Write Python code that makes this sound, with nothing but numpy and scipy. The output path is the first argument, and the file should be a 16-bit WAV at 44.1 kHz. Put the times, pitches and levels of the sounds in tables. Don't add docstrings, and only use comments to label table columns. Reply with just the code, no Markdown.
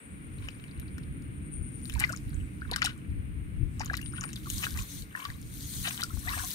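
import sys
import numpy as np
from scipy import signal
from scipy.io import wavfile
from scipy.ndimage import uniform_filter1d

SR = 44100
rng = np.random.default_rng(int(sys.argv[2]) if len(sys.argv) > 2 else 0)


def persist_wave(psi):
    counts = np.round(np.clip(psi, -1, 1) * 32767).astype(np.int16)
    wavfile.write(sys.argv[1], SR, np.atleast_2d(counts).T)


N = 288414
TIME = np.arange(N) / SR

# (frequency [Hz], left-right correlation [-1..1])
AIR_CORRELATION = [(500, -0.13), (1400, -0.69), (3000, 0.17), (15000, -0.23)]
# (start [s], length [s], level [dB])
NET_TUGS = [(.42, 0.025, -57.5), (.62, 0.18, -65), (2.015, 0.01, -42), (2.725, 0.012, -40.5),
            (2.83, 0.02, -43.5), (3.81, 0.13, -50), (4.15, 0.09, -52.5), (4.635, 0.0054, -41.5),
            (4.772, 0.028, -48.5), (5.16, 0.091, -42), (5.87, 0.014, -44.5), (5.92, 0.2, -56),
            (6.285, 0.11, -37)]
# (start [s], length [s], level [dB])
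NET_LIFTS = [(.42, 0.091, -66), (.6, 0.44, -77), (1.92, 0.18, -55), (2.25, 0.7, -72), (2.8, 0.032, -65),
             (3.83, 0.165, -62), (4.22, 0.15, -60)]


def from_db(db):
    return 10 ** (np.asarray(db) / 20)


def rms_one(x):
    return x / np.sqrt(np.mean(x ** 2) + 1e-20)


def at_hz(points, hz):
    points_hz, values = np.transpose(points)
    return np.interp(np.log(hz), np.log(points_hz), values)


def band(x, low_hz, high_hz, order=2):
    sos = signal.butter(order, [low_hz, min(high_hz, .45 * SR)], "band", fs=SR, output="sos")
    return signal.sosfilt(sos, x + 1e-18)


def drift(rate_hz):
    hop, settle = 40, 2000
    pole = np.exp(-2 * np.pi * rate_hz * hop / SR)
    white = rng.standard_normal(N // hop + settle + 2)
    slow = signal.lfilter([1], [1, -2 * pole, pole * pole], white)[settle:]
    return np.interp(np.arange(N) / hop, np.arange(len(slow)), rms_one(slow))


def pan(left_db):
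    return from_db(np.array([[left_db], [-left_db]]) / 2)


def add(out, start_s, sound):
    i = int(np.clip(start_s * SR, 0, N - 1))
    out[..., i:i + sound.shape[-1]] += sound[..., :N - i]


def swell(start_s, length_s, rise_s, fall_s):
    gain = np.zeros(N)
    on = (TIME > start_s - 3 * rise_s) & (TIME < start_s + length_s + 3 * fall_s)
    t = TIME[on] - start_s
    gain[on] = from_db(20 * (np.minimum(t, 0) / rise_s - np.maximum(t - length_s, 0) / fall_s))
    return gain


def swells(rows, rise_s, fall_s):
    return sum(from_db(db) * swell(s, length_s, rise_s, fall_s) for s, length_s, db in rows)


def activity(rows, rise_s, fall_s):
    top_db = max(db for _, _, db in rows)
    each = [from_db((db - top_db) / 2) * swell(s, length_s, rise_s, fall_s) for s, length_s, db in rows]
    return np.max(each, axis=0)


def coloured(spectrum, correlation, low_hz, high_hz, bands, flicker_db=0):
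    out = 0
    edges_hz = np.geomspace(low_hz, high_hz, bands + 1)
    white = rng.standard_normal((2, 2, N))
    for k, (low, high) in enumerate(zip(edges_hz, edges_hz[1:])):
        mid, side = band(white[k % 2], low, high)
        hz = np.sqrt(low * high)
        alike = np.clip(at_hz(correlation, hz), -1, 1)
        stereo = np.sqrt(1 + alike) * mid + np.sqrt(1 - alike) * side * [[1], [-1]]
        db = at_hz(spectrum, hz) + (flicker_db * drift(22) if flicker_db else 0)
        out = out + from_db(db) * stereo
    return rms_one(out)


def grains(per_s, spread_db):
    sizes = from_db(spread_db * np.minimum(rng.exponential(1, N), 4)) * rng.choice([-1, 1], N)
    return sizes * (rng.random(N) < per_s / SR)


def bubble(hz, t60_s, rise):
    t = np.arange(int(max(t60_s, .002) * SR)) / SR
    envelope = (1 - np.exp(-t * hz / .7)) * from_db(-60 * (t / t60_s) ** 1.5)
    cycles = hz * (t + rise * t * (t / t60_s / 2 - .2))
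    return envelope * np.sin(2 * np.pi * cycles)


def surroundings(x, left_db, bend_hz, scatter, tail, port_lag_s=.0001):
    pole = np.exp(-2 * np.pi * bend_hz / SR)
    bent = signal.lfilter([-pole, 1], [1, -pole], x + 1e-18)
    direct = np.stack([x, np.interp(TIME - port_lag_s, TIME, bent)])
    t = np.arange(SR // 3) / SR
    response = 0
    for db, t60_s in scatter, tail:
        echoes = rng.standard_normal((2, len(t))) * from_db(-60 * t / t60_s) * (t > .0005)
        response = response + from_db(db) * rms_one(echoes) / np.sqrt(len(t))
    scattered = signal.fftconvolve(x[None], response, axes=1)[:, :N]
    return pan(left_db) * (direct + scattered)


def wind():
    # (frequency [Hz], relative density [dB])
    spectrum = [(13, -36), (22, -15), (54, -3), (114, -2), (160, -9.5), (200, -7.5), (280, -11.5),
                (320, -14.5), (353, -18), (420, -22.5), (550, -57)]
    # (frequency [Hz], left-right correlation [-1..1])
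    correlation = [(30, 0.041), (70, 0.59), (130, 0.78), (300, 0.42)]
    # (time [s], level [dB])
    breeze_curve = [(0.0, -54), (0.31, -44), (0.49, -49.5), (0.98, -42.5), (3.57, -46), (3.62, -44.5),
                    (3.88, -43), (4.77, -44.5), (4.9, -54.5), (4.97, -45.5), (5.23, -59), (5.39, -47.5),
                    (6.34, -47), (6.54, -53)]
    # (start [s], length [s], level [dB], left minus right [dB])
    gust_rows = [(0.39, 0.056, -35.5, 1), (1.606, 0.012, -26.5, 16), (1.943, 0.071, -28.5, -30),
                 (2.267, 0.018, -30.5, -1), (2.347, 0.089, -33.5, -11), (2.668, 0.049, -36.5, -8),
                 (3.1, 0.093, -30, 9), (3.244, 0.38, -36, 6), (3.619, 0.032, -22.5, 30),
                 (3.73, 0.097, -35.5, 15), (4.541, 0.05, -35.5, -5), (4.731, 0.085, -34.5, -1.5),
                 (4.988, 0.03, -36.5, 2), (5.298, 0.0064, -35, 2), (5.777, 0.041, -32.5, 7),
                 (6.14, 0.037, -33.5, 25), (6.263, 0.21, -40.5, 4)]
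    air = coloured(spectrum, correlation, 20.9, 416, bands=12)
    breeze = from_db(np.interp(TIME, *np.transpose(breeze_curve)))
    gusts = sum(from_db(db - 1.5) * rms_one(pan(left_db)) * swell(s, length_s, .046, .046)
                for s, length_s, db, left_db in gust_rows)
    rumble = np.hypot(gusts, breeze * from_db(3 * drift(14))) * rms_one(band(air, 30, 97.4, order=3))
    flutter = np.hypot(from_db(-14) * gusts, breeze) * rms_one(band(air, 113, 366.5, order=6))
    return rumble + flutter


def field(fade_db_per_s=.5):
    # (frequency [Hz], relative density [dB])
    spectrum = [(400, 2), (520, -7), (700, -13.5), (1000, -13), (1500, -6.5), (1850, -10.5), (2250, -5.5),
                (2800, -14), (3600, -20.5), (5000, -34.5), (7000, -33)]
    air = coloured(spectrum, AIR_CORRELATION, 388, 7310, bands=16)
    air *= from_db(-56 - fade_db_per_s * TIME)
    top = rms_one(band(rng.standard_normal((2, N)), 12800, 24400))
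    chorus = band(rng.standard_normal((2, N)), 8800, 9300, order=1)
    chorus = rms_one(band(chorus, 7800, 11000))
    return air * pan(2.1) + from_db(-70.5) * top + from_db(-64.5) * chorus * pan(4.1)


def drone(half_width_hz=6):
    # (frequency [Hz], level [dB])
    tones = [(184, -56.5), (285, -60)]
    return sum(from_db(db) * rms_one(band(rng.standard_normal(N), hz - half_width_hz, hz + half_width_hz))
               for hz, db in tones)


def buzzing_insect():
    # (start [s], length [s], level [dB])
    rasps = [(0, 0.13, -71), (2.35, 0.11, -68), (3.72, 0.07, -72)]
    buzz = rms_one(band(rng.standard_normal((2, N)), 7800, 8400))
    return swells(rasps, rise_s=.043, fall_s=.04) * buzz * pan(15)


def chirping_insect(period_s=.1, duty=.78, strokes_per_s=137, top_hz=9350, fall_hz=858):
    # (start [s], length [s], level [dB])
    trills = [(0.008, 0.92, -63), (0.912, 0.65, -62.5), (1.52, 0.42, -55), (2.21, 0.73, -68.5),
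              (4.031, 0.27, -52.5)]
    chirps = 0
    for start_s, length_s, db in trills:
        singing = (TIME - start_s) / period_s % 1 < duty
        chirps = chirps + from_db(db) * swell(start_s, length_s, rise_s=.022, fall_s=.012) * singing
    stroke_phase = np.cumsum(strokes_per_s * (1 + .025 * drift(10))) / SR % 1
    hz = top_hz - fall_hz * stroke_phase + 70 * drift(300) + 45 * drift(8)
    wings = rms_one(np.sin(np.pi * stroke_phase) ** 2 * np.sin(2 * np.pi * np.cumsum(hz) / SR))
    waver_db = drift(1.4) + 2 * drift(52)
    song = uniform_filter1d(chirps, size=1100) * from_db(.5 + waver_db) * wings
    return surroundings(song, left_db=12, bend_hz=3000, scatter=(-4, .03), tail=(-10, .2))


def drips(idle_db=-55.5, moving_db=-40, spread_db=2.5, low_hz=1500, high_hz=4800):
    out = np.zeros(N)
    t = np.arange(SR // 200) / SR
    lifted = activity(NET_LIFTS, rise_s=.06, fall_s=.22)
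    tugged = activity(NET_TUGS, rise_s=.06, fall_s=.22)
    per_s = 3.4 + 190 * lifted + 120 * tugged
    level_db = idle_db + (moving_db - idle_db) * np.maximum(lifted, tugged)
    falls = np.flatnonzero(rng.random(N) < per_s / SR)
    for i, (size, pitch, ring) in zip(falls, rng.random((len(falls), 3))):
        hz = low_hz * (high_hz / low_hz) ** (pitch ** 1.3)
        gain = from_db(level_db[i] + spread_db * min(-np.log(1 - size), 3))
        cycles = 4 + 16 * ring
        tick = from_db(-22) * rng.standard_normal(len(t)) * np.exp(-t / .0004)
        add(out, TIME[i], gain * bubble(hz, cycles / hz, rise=ring / 2))
        add(out, TIME[i], gain * tick)
    return out


def spray():
    clicks = np.stack([grains(per_s=1400, spread_db=4) for _ in range(2)])
    crackle = rms_one(band(clicks, 3500, 14000, order=1))
    return swells(NET_LIFTS, rise_s=.26, fall_s=.24) * crackle * pan(1.9)


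def slosh(per_s=1400, spread_db=8.5, low_hz=760, high_hz=3780):
    out = np.zeros(N)
    stir = swells(NET_TUGS, rise_s=.06, fall_s=.11)
    births_s = TIME[(rng.random(N) < per_s / SR) & (stir > from_db(-90))]
    for s, (size, pitch_a, pitch_b, ring, rise) in zip(births_s, rng.random((len(births_s), 5))):
        hz = low_hz * (high_hz / low_hz) ** ((pitch_a + pitch_b) / 2)
        db = spread_db * min(-np.log(1 - size), 3)
        cycles = 15 + 30 * ring
        add(out, s, from_db(db) * bubble(hz, cycles / hz, rise))
    running_rms = np.sqrt(uniform_filter1d(out ** 2, size=2048).clip(0) + 1e-6)
    return from_db(-4.5) * stir * out / running_rms


def washes(edge_ratio=1.51):
    # (start [s], length [s], level [dB], centre [Hz])
    sheets = [(0.426, 0.062, -62, 2560), (2.007, 0.039, -37.5, 1840), (2.78, 0.017, -49.5, 3000),
              (2.845, 0.019, -35.5, 3000), (2.873, 0.034, -45, 2290), (3.81, 0.0067, -42, 1600),
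              (4.162, 0.022, -49.5, 2270), (4.234, 0.0097, -48.5, 1740), (4.632, .015, -37.5, 2200),
              (4.755, 0.016, -50, 1390), (5.852, 0.028, -36, 2050), (5.993, 0.013, -43.5, 1710)]
    out = np.zeros(N)
    crackle = grains(per_s=3000, spread_db=3.5)
    for s, length_s, db, hz in sheets:
        wash = rms_one(band(crackle, hz / edge_ratio, hz * edge_ratio))
        out += from_db(db) * swell(s, length_s, rise_s=.016, fall_s=.01) * wash
    return out


def plops():
    # (time [s], pitch [Hz], level [dB], glide [share of pitch], ring to -60 dB [cycles])
    bubbles = [(0.485, 1610, -34, 4, 10.5), (0.981, 1500, -33, 0.2, 8), (1.958, 910, -35.5, -0.5, 45),
               (2.004, 1740, -25, -2, 27), (2.009, 857, -34.5, 0.1, 46), (2.02, 2240, -29, 1, 39),
               (2.028, 1050, -46, -1, 18), (2.039, 2110, -8, -0.24, 32), (2.092, 1430, -28.5, -0.5, 52),
               (2.101, 653, -36.5, 0.5, 30), (2.618, 1590, -32, 0.5, 53), (2.65, 1430, -37.5, -1.1, 31),
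               (2.7214, 920, -27, .5, 22), (2.7373, 4150, -21.5, 0.5, 41), (2.713, 490, -36, 2.5, 14.6),
               (2.8183, 2400, -17, 1.7, 44), (2.823, 1440, -19, 0.7, 30), (2.828, 3650, -18.5, -2.5, 26),
               (2.845, 844, -24.5, -0.5, 13.4), (2.8672, 1420, -23, -0.6, 33.7),
               (2.885, 1490, -45, -0.2, 180), (3.8054, 887, -23.5, 0.43, 30), (3.814, 1950, -30, -1.5, 33),
               (3.833, 1760, -34, 2.5, 27), (3.86, 5850, -42, -1, 82), (3.899, 1640, -20, .1, 30),
               (3.911, 734, -34.5, 1, 17), (3.9339, 1247, -26, 0.56, 21), (3.941, 2060, -15, 1.5, 10.8),
               (3.991, 1780, -32, -0.5, 21), (4.013, 2720, -33, 0.1, 23), (4.028, 2840, -35.5, .1, 52),
               (4.135, 1530, -37.5, 1, 41), (4.178, 3230, -37, .3, 46), (4.182, 1500, -34, 0.2, 51),
               (4.216, 1080, -38.5, -0.9, 37), (4.236, 1210, -31, -1.5, 43), (4.363, 3530, -30.5, -0.5, 39),
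               (4.457, 1406, -42, 0.5, 47), (4.47, 1155, -34.5, .1, 31), (4.637, 1580, -24, -2, 18),
               (4.667, 1570, -20.5, 0.3, 16), (4.789, 2400, -26, -1, 21), (5.151, 1750, -22, 0.4, 24.7),
               (5.252, 1148, -29.5, 0, 46), (5.873, 3840, -19, 0.9, 22), (5.875, 693, -34, 0, 22),
               (5.908, 2800, -23, 1.8, 17), (6.008, 1010, -32.5, -1.1, 6.4), (6.029, 1400, -26, 0, 25),
               (6.04, 1370, -31.5, -0.1, 32), (6.104, 1325, -39, 0.1, 37), (6.17, 1160, -40, 2.1, 18),
               (6.334, 1330, -28.5, 0.9, 28), (6.372, 780.7, -41, 1.1, 48), (6.435, 730, -41, 0, 42)]
    out = np.zeros(N)
    for s, hz, db, rise, cycles in bubbles:
        add(out, s, from_db(db - 2) * bubble(hz, cycles / hz, rise))
    return out


def slaps(crack_s=.00051, spit_s=.004):
    # (time [s], level [dB], ring centre [Hz], relative snap gain [dB])
    impacts = [(0.4862, -26, 2800, -26), (0.599, -43, 2590, -17), (0.64, -35, 2420, -19),
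               (0.798, -29, 9900, -7.5), (0.9818, -36, 1900, -21), (1.035, -41, 3730, -19),
               (1.222, -43, 4970, 8), (1.855, -31, 4200, -7), (1.8974, -23.5, 2940, -15.5),
               (1.939, -29, 8400, -8), (1.994, -20.5, 8700, 1), (1.999, -12.5, 8500, -9),
               (2.004, -21, 4500, 7), (2.047, -29, 4660, -22), (2.095, -32.5, 1550, -5),
               (2.101, -47, 4270, -22), (2.123, -26, 7660, -7), (2.128, -27.5, 5600, -26.5),
               (2.163, -27.5, 6400, -37), (2.173, -32, 5370, -4), (2.294, -36, 9930, -19),
               (2.344, -37, 7400, -28), (2.7138, -18, 4000, -5.5), (2.7333, -22, 4000, -21),
               (2.7614, -14.5, 5100, -6), (2.761, -17.5, 1700, -32), (2.819, -16, 2500, -42),
               (2.844, -18, 2930, -6), (2.8494, -15, 5870, -36), (2.8596, -13.5, 3830, -6.5),
               (2.9774, -41.5, 8200, -25), (3.7963, -25, 5830, -42), (3.808, -32, 5240, -35.5),
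               (3.815, -29, 5340, -23.5), (3.847, -28.5, 11000, 0), (3.859, -27.5, 6260, -15),
               (3.934, -29, 2018, -14), (3.939, -31, 4440, -29), (3.9524, -27.5, 3760, -30),
               (3.969, -21.5, 10200, 2), (3.973, -26.5, 3880, -17), (4.0155, -30.5, 10440, -1),
               (4.0606, -33.5, 3640, -27), (4.1238, -46, 4970, -10), (4.2311, -36, 6100, -25.5),
               (4.2895, -39, 5240, -4.5), (4.2097, -24, 5970, -35), (4.2384, -26, 2400, -16),
               (4.331, -29, 6520, -22), (4.359, -28, 4650, -2), (4.501, -15.5, 3830, 0.5),
               (4.637, -19, 2650, -13), (4.653, -21, 3630, -24), (4.774, -23, 1899, -11.5),
               (5.022, -32.5, 3900, -12), (5.162, -31, 9800, -21), (5.252, -25.5, 3930, -29),
               (5.3015, -29, 1900, -42), (5.415, -36, 8850, 1), (5.883, -21, 3380, -25),
               (5.89, -24.5, 6560, -20), (5.977, -26.5, 3520, -31), (6.009, -23.5, 3880, -5),
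               (6.019, -21.5, 3700, -34), (6.0356, -11, 5040, -3), (6.292, -22.5, 3630, -36),
               (6.507, -26.5, 3800, -16.5)]
    out = np.zeros(N)
    t = np.arange(SR // 30) / SR
    envelope = np.exp(-t / crack_s) + from_db(-15) * np.exp(-t / spit_s)
    for s, db, hz, snap_db in impacts:
        crack = rng.standard_normal(len(t)) * envelope
        ring = band(crack, hz / 1.18, hz * 1.18)
        snap = from_db(snap_db) * band(crack, 4000, 12000)
        body = from_db(-12.5) * band(crack, 1900, 6000)
        hit = ring + snap + body
        add(out, s, from_db(db - 1.5) * hit / np.abs(hit).max())
    return out


def gurgles():
    # (start [s], length [s], first pitch [Hz], last pitch [Hz], level [dB])
    pockets = [(2.124, 0.024, 910, 1810, -39), (2.712, 0.024, 421, 1325, -37),
               (2.734, 0.012, 1290, 2670, -33), (2.776, 0.016, 960, 1590, -44),
               (2.851, 0.012, 2277, 3700, -28), (3.905, 0.017, 1880, 2790, -52),
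               (5.886, 0.0365, 566, 1260, -50), (5.902, .034, 1240, 2000, -49),
               (6.255, 0.035, 642, 798, -48.5), (6.272, 0.025, 1680, 2276, -34.5)]
    out = np.zeros(N)
    for s, length_s, first_hz, last_hz, db in pockets:
        age = np.linspace(0, 1, int(length_s * SR))
        hz = first_hz * (last_hz / first_hz) ** age
        add(out, s, from_db(db) * np.sin(np.pi * age) * np.sin(2 * np.pi * np.cumsum(hz) / SR))
    return out * from_db(2 * drift(90))


def close_reflection(x, delay_s=.000408, gain=.55):
    late_s = TIME - delay_s * (1 + .02 * drift(1))
    return x - gain * np.stack([np.interp(late_s, TIME, channel) for channel in x])


def net_rustle():
    # (frequency [Hz], relative density [dB])
    spectrum = [(700, -8), (1300, -9.5), (2100, -0.5), (2700, -1.5), (3700, 3), (4900, 7.5), (6000, 4),
                (7200, 10), (8700, 9), (12000, 4.5), (15500, 3.5)]
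    # (time [s], level [dB])
    pull_curve = [(4.37, -64), (4.43, -68.5), (4.49, -53.5), (4.57, -50), (4.65, -50.5), (4.75, -59),
                  (4.8, -51.5), (4.87, -59.5), (4.92, -54.5), (5.0, -56), (5.06, -72), (5.14, -73),
                  (5.17, -62.5), (5.31, -62), (5.34, -71), (5.51, -65), (5.54, -58), (5.69, -53.5),
                  (5.74, -50.5), (5.87, -49), (5.96, -54), (6.03, -58), (6.08, -62.5), (6.13, -60),
                  (6.25, -56), (6.35, -49.5), (6.44, -49.5), (6.54, -48.5)]
    slips = close_reflection(coloured(spectrum, AIR_CORRELATION, 710, 16460, bands=22, flicker_db=2.4))
    snags = uniform_filter1d(np.abs(grains(per_s=250, spread_db=4)), size=48)
    slips = slips * np.sqrt(1 + .5 * rms_one(snags).clip(0)) * from_db(.39 * drift(21))
    flicks = sum(band(grains(per_s=22, spread_db=4), hz / 1.1, hz * 1.1, order=1) / np.sqrt(hz)
                 for hz in np.geomspace(3500, 13000, 8))
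    scrape = from_db(3.5) * band(slips, 870, 8840) / band(slips, 3240, 5100).std()
    hiss = from_db(7) * band(slips, 6520, 22000) / band(slips, 10980, 14100).std()
    pull = from_db(np.interp(TIME, *np.transpose(pull_curve), left=-120))
    return pull * (scrape * pan(6.7) + (hiss + rms_one(flicks)) * pan(4.7))


def scene():
    bubbles = surroundings(plops() + gurgles(), left_db=7, bend_hz=2200,
                           scatter=(-8, .035), tail=(-17, .12))
    splashes = surroundings(slaps() + washes(), left_db=7.5, bend_hz=3000,
                            scatter=(-5, .022), tail=(-13, .14))
    stirred = surroundings(slosh() + drips(), left_db=6, bend_hz=750,
                           scatter=(-4, .05), tail=(-12, .12))
    water = bubbles + splashes + stirred + spray()
    return water + net_rustle() + chirping_insect() + buzzing_insect() + field() + drone() + wind()


def record(dry):
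    cutoff_hz = 15550
    return signal.sosfilt(signal.ellip(10, .1, 70, cutoff_hz, fs=SR, output="sos"), dry)


dry = scene()
out = record(dry)
persist_wave(out)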